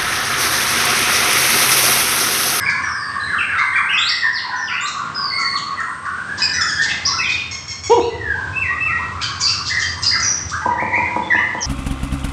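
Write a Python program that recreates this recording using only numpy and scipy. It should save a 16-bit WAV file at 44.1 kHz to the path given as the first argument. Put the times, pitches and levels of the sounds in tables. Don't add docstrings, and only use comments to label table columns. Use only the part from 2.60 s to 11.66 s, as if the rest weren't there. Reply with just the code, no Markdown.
import sys
import numpy as np
from scipy import signal
from scipy.fft import rfft, irfft, next_fast_len
from scipy.io import wavfile
from scipy.ndimage import map_coordinates

SR = 44100
rng = np.random.default_rng(int(sys.argv[2]) if len(sys.argv) > 2 else 0)


def store_wav(level_fs):
    pcm = np.round(np.clip(np.atleast_2d(level_fs), -1, 1) * 32767)
    wavfile.write(sys.argv[1], SR, pcm.T.astype(np.int16))


def nominal_scale(level):
    x = np.asarray(level, float) / 20
    return 10 ** x


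N = 399546

ATTACK_S, RELEASE_S = 0.006, 0.0056


def unit(x):
    return x / np.sqrt(np.mean(x ** 2) + 1e-20)


def along(points, hz):
    f, v = np.transpose(points)
    return np.interp(np.log(hz + 1), np.log(f + 1), v)


def wobble(rate, size=N):
    knots = rng.standard_normal(int(size * rate / SR) + 4)
    return map_coordinates(knots, [np.arange(size) * rate / SR])


def filtered(x, response):
    m = next_fast_len(len(x) + 8192)
    return irfft(rfft(x, m) * response(np.fft.rfftfreq(m, 1 / SR)), m)[:len(x)]


def resonance(hz, centre_hz, width_hz):
    return 1j * hz * width_hz / (centre_hz ** 2 - hz ** 2 + 1j * hz * width_hz + 1e-9)


def swell(t, length, edge):
    return np.clip(np.minimum(t, length - t) / edge, 0, 1) ** 2


def add(track, s, sound):
    part = track[max(round(s * SR), 0):][:len(sound)]
    part += sound[:len(part)]


def shake(s, t):
    # (time [s], depth ahead of the two swing gains [Hz])
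    rattle = [(0, 87.5), (2.5, 91), (2.8, 70), (4.5, 81), (4.58, 40), (5.3, 69.4), (5.5, 25), (6.4, 25),
              (6.6, 132), (7.05, 120), (7.1, 46), (7.3, 45), (7.4, 129), (7.9, 133), (8.05, 40), (8.55, 40),
              (8.7, 90)]
    depth_hz = np.interp(s + t, *np.transpose(rattle))
    beat_hz = 70 * (1 + 0.4 * wobble(40, size=len(t)))
    beat = np.sin(2 * np.pi * np.cumsum(beat_hz) / SR + rng.uniform(0, 2 * np.pi))
    return depth_hz * (0.77 * beat + 0.607 * wobble(150.2, size=len(t)))


def whistle(s, glide, db):
    overtone_db = [-32, -36]
    full_shake_hz = 1500
    t = np.arange(len(glide)) / SR
    pitch = glide + shake(s, t) * np.clip(glide / full_shake_hz, 0, 1)
    phase = 2 * np.pi * np.cumsum(pitch) / SR
    overtones = sum(nominal_scale(d) * np.sin((k + 2) * phase) for k, d in enumerate(overtone_db))
    tone = np.sin(phase) + overtones
    edges = np.clip(np.minimum(t / ATTACK_S, (t[-1] - t) / RELEASE_S), 0, 1) ** 2
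    return np.sqrt(2) * nominal_scale(db) * edges * tone


def whistles():
    # (time [s], length [s], first pitch [Hz], last pitch [Hz], mid-note level [dB])
    notes = [ (0, 0.13, 5320, 4430, -40), (.005, 0.043, 1617, 1553, -25.5),
             (.005, 0.063, 2083, 2080, -31.5), (.01, .11, 1153, 996, -36.5),
             (0.062, 0.034, 2310, 2250, -20.5), (.065, 0.074, 1713, 1627, -27),
             (.095, 0.017, 2040, 2045, -27), (0.116, 0.022, 1420, 1460, -31.5),
             (0.146, 0.078, 1040, 1134, -33), (.23, 0.26, 5880, 4584, -41), (.239, 0.013, 1742, 1736, -21),
             (0.25, 0.067, 1696, 1079, -29.5), (.285, 0.018, 1610, 1524, -27.5),
             (0.342, 0.018, 1075, 1120, -36), (0.352, 0.033, 1740, 1666, -27),
             (0.395, 0.018, 1172, 1195, -30), (0.434, 0.031, 1827, 1610, -28.5),
             (0.458, 0.037, 1148, 1127, -33.5), (0.538, 0.045, 1794, 1602, -28.5),
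             (.546, 0.047, 1092, 1162, -29.5), (0.603, 0.068, 4040, 4030, -38.5),
             (.611, 0.021, 1680, 1675, -24), (0.743, .03, 1727, 1600, -25),
             (0.888, 0.029, 1695, 1748, -24.5), (.93, 0.023, 1835, 1900, -31.5),
             (0.974, 0.052, 3480, 4370, -40), (0.987, 0.025, 1977, 2220, -17.5),
             (0.998, 0.024, 1598, 1706, -22), (1.01, 0.036, 1136, 1223, -28),
             (1.13, 0.011, 1830, 1810, -20.5), (1.137, 0.056, 3320, 3370, -42),
             (1.16, 0.029, 2457, 2026, -18), (1.155, 0.029, 2020, 1790, -22.5),
             (1.212, 0.045, 1180, 867, -35), (1.292, 0.028, 2646, 3130, -23.5),
             (1.305, 0.029, 1665, 1578, -25.5), (1.326, 0.066, 2020, 2064, -29),
             (1.333, .03, 2435, 2737, -20.5), (1.33, 0.065, 5920, 4600, -40.5),
             (1.338, 0.023, 1240, 1265, -30), (1.392, 0.022, 1334, 1337, -26),
             (1.498, 0.05, 2000, 1990, -25.5), (1.639, 0.043, 1086, 958, -33),
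             (1.75, 0.033, 1864, 1963, -29.5), (1.841, 0.021, 1012, 1026, -29),
             (1.881, 0.031, 970, 787, -35.5), (1.906, 0.084, 1011, 1010, -34.5),
             (1.911, 0.08, 1522, 1508, -32.5), (1.935, 0.062, 1908, 1770, -28.5),
             (1.962, 0.19, 6060, 4540, -42.5), (2.095, 0.07, 1377, 1537, -30),
             (2.099, .1, 2070, 2000, -33.5), (2.13, 0.032, 1098, 1150, -36), (2.115, .07, 2295, 2910, -29),
             (2.216, 0.079, 1136, 1248, -32), (2.35, 0.071, 1121, 1151, -29.5),
             (2.383, 0.038, 1371, 1450, -31.5), (2.554, 0.064, 1440, 1466, -33),
             (2.583, .075, 1077, 1170, -30.5), (2.782, 0.029, 1334, 1350, -30),
             (2.787, 0.073, 1110, 1113, -32.5), (2.938, 0.021, 1120, 1142, -24.5),
             (3.0, 0.028, 1127, 1150, -35), (3.062, 0.089, 1190, 1120, -31),
             (3.201, 0.016, 1450, 1266, -27), (3.244, 0.05, 1462, 1405, -34),
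             (3.272, 0.049, 1087, 1109, -30.5), (3.43, 0.1, 1136, 1119, -34),
             (3.456, .025, 2114, 1094, -28.5), (3.465, 0.056, 1360, 1538, -30),
             (3.547, 0.074, 1515, 1520, -31.5), (3.695, 0.042, 1675, 1657, -28.5),
             (3.784, 0.024, 1164, 893, -34.5), (3.809, 0.034, 1718, 1600, -27),
             (3.892, 0.056, 1805, 1580, -29), (3.943, 0.088, 1940, 1680, -27),
             (3.968, 0.041, 1960, 2050, -33), (3.98, .05, 1560, 1299, -27),
             (4.097, 0.028, 1674, 1624, -25.5), (4.121, .04, 1600, 1758, -30.5),
             (4.175, .055, 1718, 1802, -20), (4.18, 0.0395, 3200, 3570, -35), (4.3, .02, 2810, 2510, -29),
             (4.242, 0.1, 957, 700, -45), (4.26, 0.085, 2086, 2020, -32.5), (4.38, 0.062, 1906, 1496, -45),
             (4.465, 0.078, 1087, 1100, -32.5), (4.534, 0.018, 1364, 1360, -29.5),
             (4.577, 0.0099, 1430, 1540, -29), (4.59, .03, 2745, 2483, -24), (4.638, .045, 3800, 3000, -31),
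             (4.72, 0.019, 3720, 3580, -27), (4.752, 0.057, 3510, 2400, -37),
             (5.401, 0.052, 3570, 4540, -39.5), (5.412, 0.047, 2540, 2990, -38.5),
             (5.75, 0.067, 829, 1136, -37.5), (5.859, 0.022, 1583, 1510, -30),
             (5.895, 0.11, 1006, 1125, -40), (6.095, 0.057, 1072, 1272, -32),
             (6.262, 0.057, 1200, 1410, -31.5), (6.392, 0.0413, 854, 1480, -30.5),
             (6.521, .1, 1098, 1348, -36), (6.604, .033, 2440, 2435, -34),
             (6.631, 0.093, 1500, 1612, -36.5), (6.688, .045, 1183, 1148, -34.5),
             (6.798, 0.11, 1042, 1362, -38), (6.931, 0.086, 1450, 1088, -36.5),
             (7.115, .03, 1783, 1666, -26.5), (7.2, 0.089, 1307, 1146, -43),
             (7.362, .08, 1054, 1096, -39.5), (7.62, 0.042, 1500, 1230, -39.5),
             (7.632, .03, 2280, 2300, -42), (7.787, 0.029, 1910, 1916, -41.5),
             (7.952, 0.013, 1183, 1174, -28), (8.02, 0.022, 933, 910, -31), (8.054, 0.047, 1160, 1230, -36),
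             (8.053, 0.11, 987, 964, -27), (8.02, .03, 1900, 1900, -39), (8.109, .06, 1950, 1936, -37),
             (8.183, .035, 1690, 2410, -24.5), (8.266, 0.0061, 2280, 2320, -24),
             (8.319, 0.025, 2145, 2390, -27.5), (8.319, 0.25, 960, 970, -31.5),
             (8.333, 0.042, 1883, 2522, -19), (8.37, 0.048, 2068, 2100, -29),
             (8.47, 0.037, 1500, 1770, -40.5), (8.627, 0.076, 3474, 3454, -42),
             (8.749, 0.036, 2290, 3150, -33.5), (8.784, 0.028, 1072, 1225, -30.5),
             (8.857, 0.017, 1790, 1770, -33), (8.9, 0.044, 1930, 1670, -54),
             (8.982, 0.041, 3070, 3150, -41)]
    # (time [s], pitch [Hz], level [dB])
    phrases = [
        [(.675, 2100, -38), (.71, 1795, -21), (.735, 1402, -23), (.76, 1173, -22.5)],
        [(.782, 3180, -30), (.792, 2647, -19.5), (.815, 2286, -26), (.85, 2160, -38), (.93, 2148, -30)],
        [(.93, 1557, -20), (.97, 1300, -30), (1.025, 1093, -26.5), (1.05, 832, -35.5)],
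        [(1.15, 1692, -21), (1.175, 1486, -23.5), (1.2, 1033, -20.5)],
        [(1.61, 2000, -27.5), (1.64, 1865, -18.5), (1.68, 1663, -23.5)],
        [(1.73, 5580, -35.5), (1.77, 4230, -25.5), (1.79, 3300, -38), (1.8, 2440, -29)],
        [(2.075, 3540, -40), (2.086, 2880, -25.5), (2.1, 2100, -36)],
        [(2.2, 3530, -40), (2.245, 3770, -35.5), (2.27, 4220, -24)],
        [(3.15, 2080, -48), (3.19, 1995, -23), (3.23, 1394, -35)],
        [(7.512, 2024, -25), (7.54, 1873, -22.5), (7.555, 1500, -25), (7.57, 1330, -26)],
        [(7.918, 1136, -27.5), (7.94, 1598, -23), (7.97, 1646, -32.5)],
        [(8.705, 2094, -15.5), (8.72, 1774, -11.5), (8.76, 1803, -30.5), (8.8, 2060, -14.5)],
        [(1.378, 3350, -16.5), (1.41, 3770, -28), (1.46, 4000, -27.5), (1.485, 4600, -21), (1.502, 5820, -20)],
        [(2.55, 5144, -28.5), (2.7, 4502, -30.5), (2.955, 4370, -29.5), (2.968, 3530, -34), (2.985, 2630, -34)],
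        [(2.71, 2024, -29.5), (2.75, 2139, -27.5), (2.82, 2074, -27), (2.86, 1760, -26.5)],
        [(4.6, 1900, -28), (4.65, 2410, -21.5), (4.73, 2570, -29)],
        [(5.5, 2003, -45.5), (5.6, 1917, -35), (5.68, 1673, -25), (5.76, 1531, -24.5)],
        [(7.1, 1777, -25), (7.11, 1961, -24.5), (7.13, 2030, -24), (7.2, 1760, -23)],
    ]
    # (time after its start [s], pitch [Hz], level [dB])
    figure = [(0, 2540, -41), (.04, 2641, -23.5), (.085, 2653, -28), (.115, 2086, -26.5),
              (.14, 1898, -24.5), (.19, 1900, -26.5)]
    figure_starts = [5.93, 6.18]
    drop_bend, rise_bend = 1.4, 1.037
    fade_db = 4.5
    out = np.zeros(N)
    for s, length, first_hz, last_hz, db in notes:
        left = np.linspace(1, 0, round((length + ATTACK_S) * SR))
        bend = drop_bend if first_hz > last_hz else rise_bend
        glide = last_hz + (first_hz - last_hz) * left ** bend
        add(out, s - ATTACK_S, whistle(s, glide, db + fade_db * (left - 0.5)))
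    for rows in phrases + [np.add(figure, [start, 0, 0]) for start in figure_starts]:
        s, hz, db = np.transpose(rows)
        t = np.arange(s[0] - ATTACK_S, s[-1], 1 / SR)
        add(out, t[0], whistle(s[0], np.interp(t, s, hz), np.interp(t, s, db)))
    return out


def nasal_notes():
    # (time [s], length [s], first pitch [Hz], throat resonance [Hz], level [dB])
    nasal = [(3.797, .03, 1016, 4380, -28.5), (3.815, .039, 2560, 5100, -16.5),
             (3.932, .035, 1980, 5330, -24.5), (4.008, 0.02, 1757, 5320, -16.5),
             (4.086, .026, 1670, 5370, -24.5), (4.14, .025, 1653, 5000, -30.5),
             (4.486, .04, 2070, 4050, -29.5), (4.909, .05, 1093, 5660, -28.5),
             (5.078, .055, 1090, 5630, -29.5), (5.233, 0.055, 1123, 5930, -28.5),
             (6.615, 0.04, 1620, 4030, -24.5), (6.811, .011, 1168, 5700, -21.5),
             (6.824, .06, 4720, 4750, -17.5), (6.868, .06, 2736, 4270, -25.5),
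             (7.215, .054, 1614, 4150, -27.5), (7.43, 0.011, 5160, 5100, -17.5),
             (7.436, .028, 1406, 4430, -23.5), (7.461, 0.027, 4960, 4830, -13),
             (7.621, 0.1, 5910, 6000, -21.5), (7.627, 0.033, 2535, 4970, -28.5)]
    # (time [s], length [s], first pitch [Hz], last pitch [Hz], level [dB])
    sweeps = [(1.382, 0.085, 7170, 7740, -36.5), (2.207, 0.051, 7000, 7780, -35),
              (4.45, 0.022, 4560, 6070, -16), (4.472, 0.022, 5970, 4713, -17.5),
              (9.005, .05, 6460, 4830, -24.5)]
    sag = 0.0307
    out, k = np.zeros(N), np.arange(1, 9)[:, None]
    voices = [(s, length, hz, hz * (1 - sag), throat_hz, db) for s, length, hz, throat_hz, db in nasal]
    voices += [(s, length, first, last, (first + last) / 2, db) for s, length, first, last, db in sweeps]
    for s, length, first_hz, last_hz, throat_hz, db in voices:
        t = np.arange(round(length * SR)) / SR
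        pitch = np.linspace(first_hz, last_hz, len(t)) * (1 + 1.3 * shake(s, t) / throat_hz)
        partial_hz = k * pitch
        throat = np.abs(resonance(partial_hz, throat_hz, 2700)) ** 3.95
        windpipe = 0.49 * np.abs(resonance(partial_hz, 2000, 1200)) ** 2
        treble_rolloff = 1 / (1 + (partial_hz / 7800) ** 12)
        gains = (throat + 0.086 + windpipe) * treble_rolloff
        stack = np.sum(gains * np.sin(k * 2 * np.pi * np.cumsum(pitch) / SR), axis=0)
        rasp = 1 + 0.43 * wobble(1200, size=len(t))
        add(out, s, nominal_scale(db) * unit(rasp * stack) * swell(t, length, 0.0033))
    return out


def churrs():
    # (time [s], length [s], centre [Hz], width of the resonance before squaring [Hz], level [dB])
    bursts = [(0.091, 0.026, 4750, 3150, -32), (0.971, 0.043, 4400, 3180, -37),
              (2.262, .04, 5850, 3950, -32.5), (2.777, 0.059, 6300, 2930, -36),
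              (2.963, 0.034, 6830, 2900, -36.5), (3.198, 0.014, 6600, 3970, -39.5),
              (3.444, 0.033, 4600, 4000, -45.5), (3.769, 0.043, 4950, 2900, -28.5),
              (4.203, 0.059, 4900, 3640, -23.5), (4.266, 0.083, 3130, 2620, -27.5),
              (4.455, 0.034, 4860, 1300, -24.5), (4.67, 0.087, 4440, 2350, -29),
              (6.604, 0.047, 3940, 3350, -25.5), (6.79, 0.052, 6140, 2450, -23.5),
              (6.858, 0.065, 4560, 2010, -26.5), (7.039, 0.088, 4750, 2380, -24),
              (7.179, 0.068, 5200, 2600, -24.5), (7.411, 0.053, 5560, 3480, -25),
              (7.597, 0.013, 6140, 2490, -25), (7.624, 0.013, 5440, 1200, -30),
              (7.888, 0.031, 5700, 4120, -31), (9.021, 0.014, 5350, 1500, -28.5)]
    out = np.zeros(N)
    for s, length, centre_hz, width_hz, db in bursts:
        t = np.arange(round(length * SR)) / SR
        flutter_hz = 260 * (1 + 0.34 * wobble(100, size=len(t)))
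        flutter = np.cos(np.pi * np.cumsum(flutter_hz) / SR) ** 2
        air = (0.45 + flutter) * rng.standard_normal(len(t))
        breath = filtered(air, lambda hz: resonance(hz, centre_hz, width_hz) ** 2 / (1 + (hz / 7900) ** 12))
        add(out, s, nominal_scale(db) * unit(breath) * swell(t, length, length / 3))
    return out


def dog():
    # (time [s], pitch [Hz], level ahead of the muzzle [dB])
    bark = [(5.291, 390, -61), (5.299, 388, -18), (5.319, 470, -7), (5.34, 483, -10), (5.362, 463, -23),
            (5.382, 376.4, -17), (5.398, 321, -24)]
    # (frequency [Hz], gain [dB])
    muzzle = [(300, 10.5), (480, 3), (970, -0.5), (1450, -29), (2000, -38), (2900, -21), (3400, -21.5),
              (4500, -42), (7000, -26.5)]
    out, k = np.zeros(N), np.arange(1, 15)[:, None]
    s, hz, db = np.transpose(bark)
    t = np.arange(s[0], s[-1], 1 / SR)
    pitch = np.interp(t, s, hz) * (1 + 0.012 * wobble(300, size=len(t)))
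    gains = nominal_scale(along(muzzle, k * pitch))
    stack = np.sum(gains * np.sin(k * 2 * np.pi * np.cumsum(pitch) / SR), axis=0)
    hoarse = 1 + 0.037 * wobble(908, size=len(t))
    add(out, s[0], nominal_scale(np.interp(t, s, db)) * hoarse * stack)
    return out


def knocks():
    # (time [s], level of the whole blow [dB], extra level of the main mode [dB])
    blows = [(8.061, -5, 1.5), (8.223, -5, -11), (8.378, -8, -5), (8.564, -4, -4.5), (8.749, -10, -1),
             (8.949, -9.5, -1.5)]
    # (frequency [Hz], relative level [dB], time to die by 60 dB [s])
    panel = [(216.5, -11.5, 0.046), (317, -12, 0.06), (527, -11, 0.067), (700, -4, 0.027),
             (886, -4.5, 0.046), (960, -2, 0.062), (1183, -12.5, 0.037)]
    out, t = np.zeros(N), np.arange(SR // 2) / SR
    top_db = max(level for _, level, _ in panel)
    for s, db, ring_db in blows:
        ring = np.zeros(len(t))
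        for hz, level, t60 in panel:
            mode_db = level + (ring_db if level == top_db else 0) + rng.normal(0, 0.92)
            ring += nominal_scale(mode_db - 60 * t / t60) * np.sin(2 * np.pi * hz * t)
        crack = nominal_scale(-17.5 - 60 * t / 0.01) * rng.standard_normal(len(t))
        onset = 1 - np.exp(-t / 0.0023)
        add(out, s - 0.003, nominal_scale(db) * onset * (ring + crack))
    return out


def yard(x, wet_db, gap):
    # (frequency [Hz], time to die by 60 dB [s])
    decay = [(300, 0.98), (1000, 0.88), (2500, 0.69), (5000, 0.66), (9000, 0.66)]
    hz, t, z = signal.stft(rng.standard_normal(SR), SR, nperseg=256)
    tail = signal.istft(z * nominal_scale(-60 * t / along(decay, hz)[:, None]), SR, nperseg=256)[1]
    tail = np.pad(tail, (round(gap * SR), 0))
    wall = nominal_scale(-6.5) * np.pad(x, (round(gap * SR), 0))[:N]
    return x + wall + nominal_scale(wet_db) * signal.fftconvolve(x, tail / np.linalg.norm(tail))[:N]


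def far_chatter():
    # (time [s], level [dB])
    chatter = [(0, -39), (2, -37.5), (3.6, -44), (4.6, -45), (5.5, -55), (6.8, -42), (9.06, -48.5)]
    level_db = np.interp(np.arange(N) / SR, *np.transpose(chatter))
    band = unit(filtered(rng.standard_normal(N), lambda hz: resonance(hz, 1336, 1100) ** 2))
    return nominal_scale(level_db + 3.5 * wobble(12)) * band


def street():
    # (time [s], drone level [dB], level of the traffic's 130-380 Hz part [dB])
    levels = [(0.0, -38.5, -42.5), (0.8, -42.5, -42), (1.82, -47.5, -47.5), (2.87, -50, -42.5),
              (4.36, -37, -40), (5.12, -38.5, -44), (5.55, -32, -46), (5.85, -32, -40), (7.95, -34, -42.5),
              (8.23, -37, -41), (9.06, -39.5, -44.5)]
    # (frequency [Hz], relative level per Hz [dB])
    drone_shape = [(40, -21.5), (60, -14), (82, 5), (100, 1), (125, -5.5), (170, -16)] + [(400, -84)]
    # (frequency [Hz], relative level per Hz [dB])
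    traffic_shape = [(40, -34), (80, -11), (150, 2), (300, -4), (600, -10), (1200, -5), (2500, -14.5),
                     (5000, -19.5), (9000, -27.5)]
    # (time [s], length [s], level ahead of its flicker [dB])
    hiss_swells = [(-.1, 1.49, -48), (1.475, .16, -46.5), (2.715, 0.27, -44.5), (3.147, 1.2, -52),
                   (4.513, .16, -49), (6.777, 0.061, -59.5), (7.11, 0.16, -51.5), (7.356, 0.19, -50),
                   (7.864, 0.24, -52.5)]
    traffic_gain_db = 4.5
    t = np.arange(N) / SR

    def noise(response):
        return unit(filtered(rng.standard_normal(N), response))

    s, *curves = np.transpose(levels)
    drone_db, traffic_db = [np.interp(t, s, curve) for curve in curves]
    drone = nominal_scale(drone_db) * noise(lambda hz: nominal_scale(along(drone_shape, hz)))
    traffic_gain = nominal_scale(traffic_db + traffic_gain_db + 1.6 * wobble(4))
    traffic = traffic_gain * noise(lambda hz: nominal_scale(along(traffic_shape, hz)))
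    swells = sum(nominal_scale(db) * swell(t - start, length, 0.035) for start, length, db in hiss_swells)
    hiss = swells * nominal_scale(2.7 * wobble(7.5)) * noise(lambda hz: resonance(hz, 8410, 510) ** 2)
    return drone + traffic + hiss


def scene():
    birds = yard(whistles(), wet_db=5.5, gap=0.006)
    birds += yard(nasal_notes() + churrs(), wet_db=2.5, gap=0.006)
    bark = yard(dog(), wet_db=-7.5, gap=0.026)
    blows = yard(knocks(), wet_db=0.0, gap=0.013)
    return (birds + bark + blows + street() + far_chatter())[None]


def band_limit(x):
    return signal.sosfilt(signal.butter(12, 9110, fs=SR, output="sos"), x)


def record(dry):
    top_hz, bass_hz = 8980, 45
    soft = dry[0] / (1 + np.abs(dry[0] / 0.95) ** 6) ** (1 / 6)
    kept = filtered(soft, lambda hz: 1 / (1 + (hz / top_hz) ** 200) / (1 + (bass_hz / (hz + 1)) ** 4))
    return band_limit(kept[None])


dry = scene()
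out = record(dry)
store_wav(out)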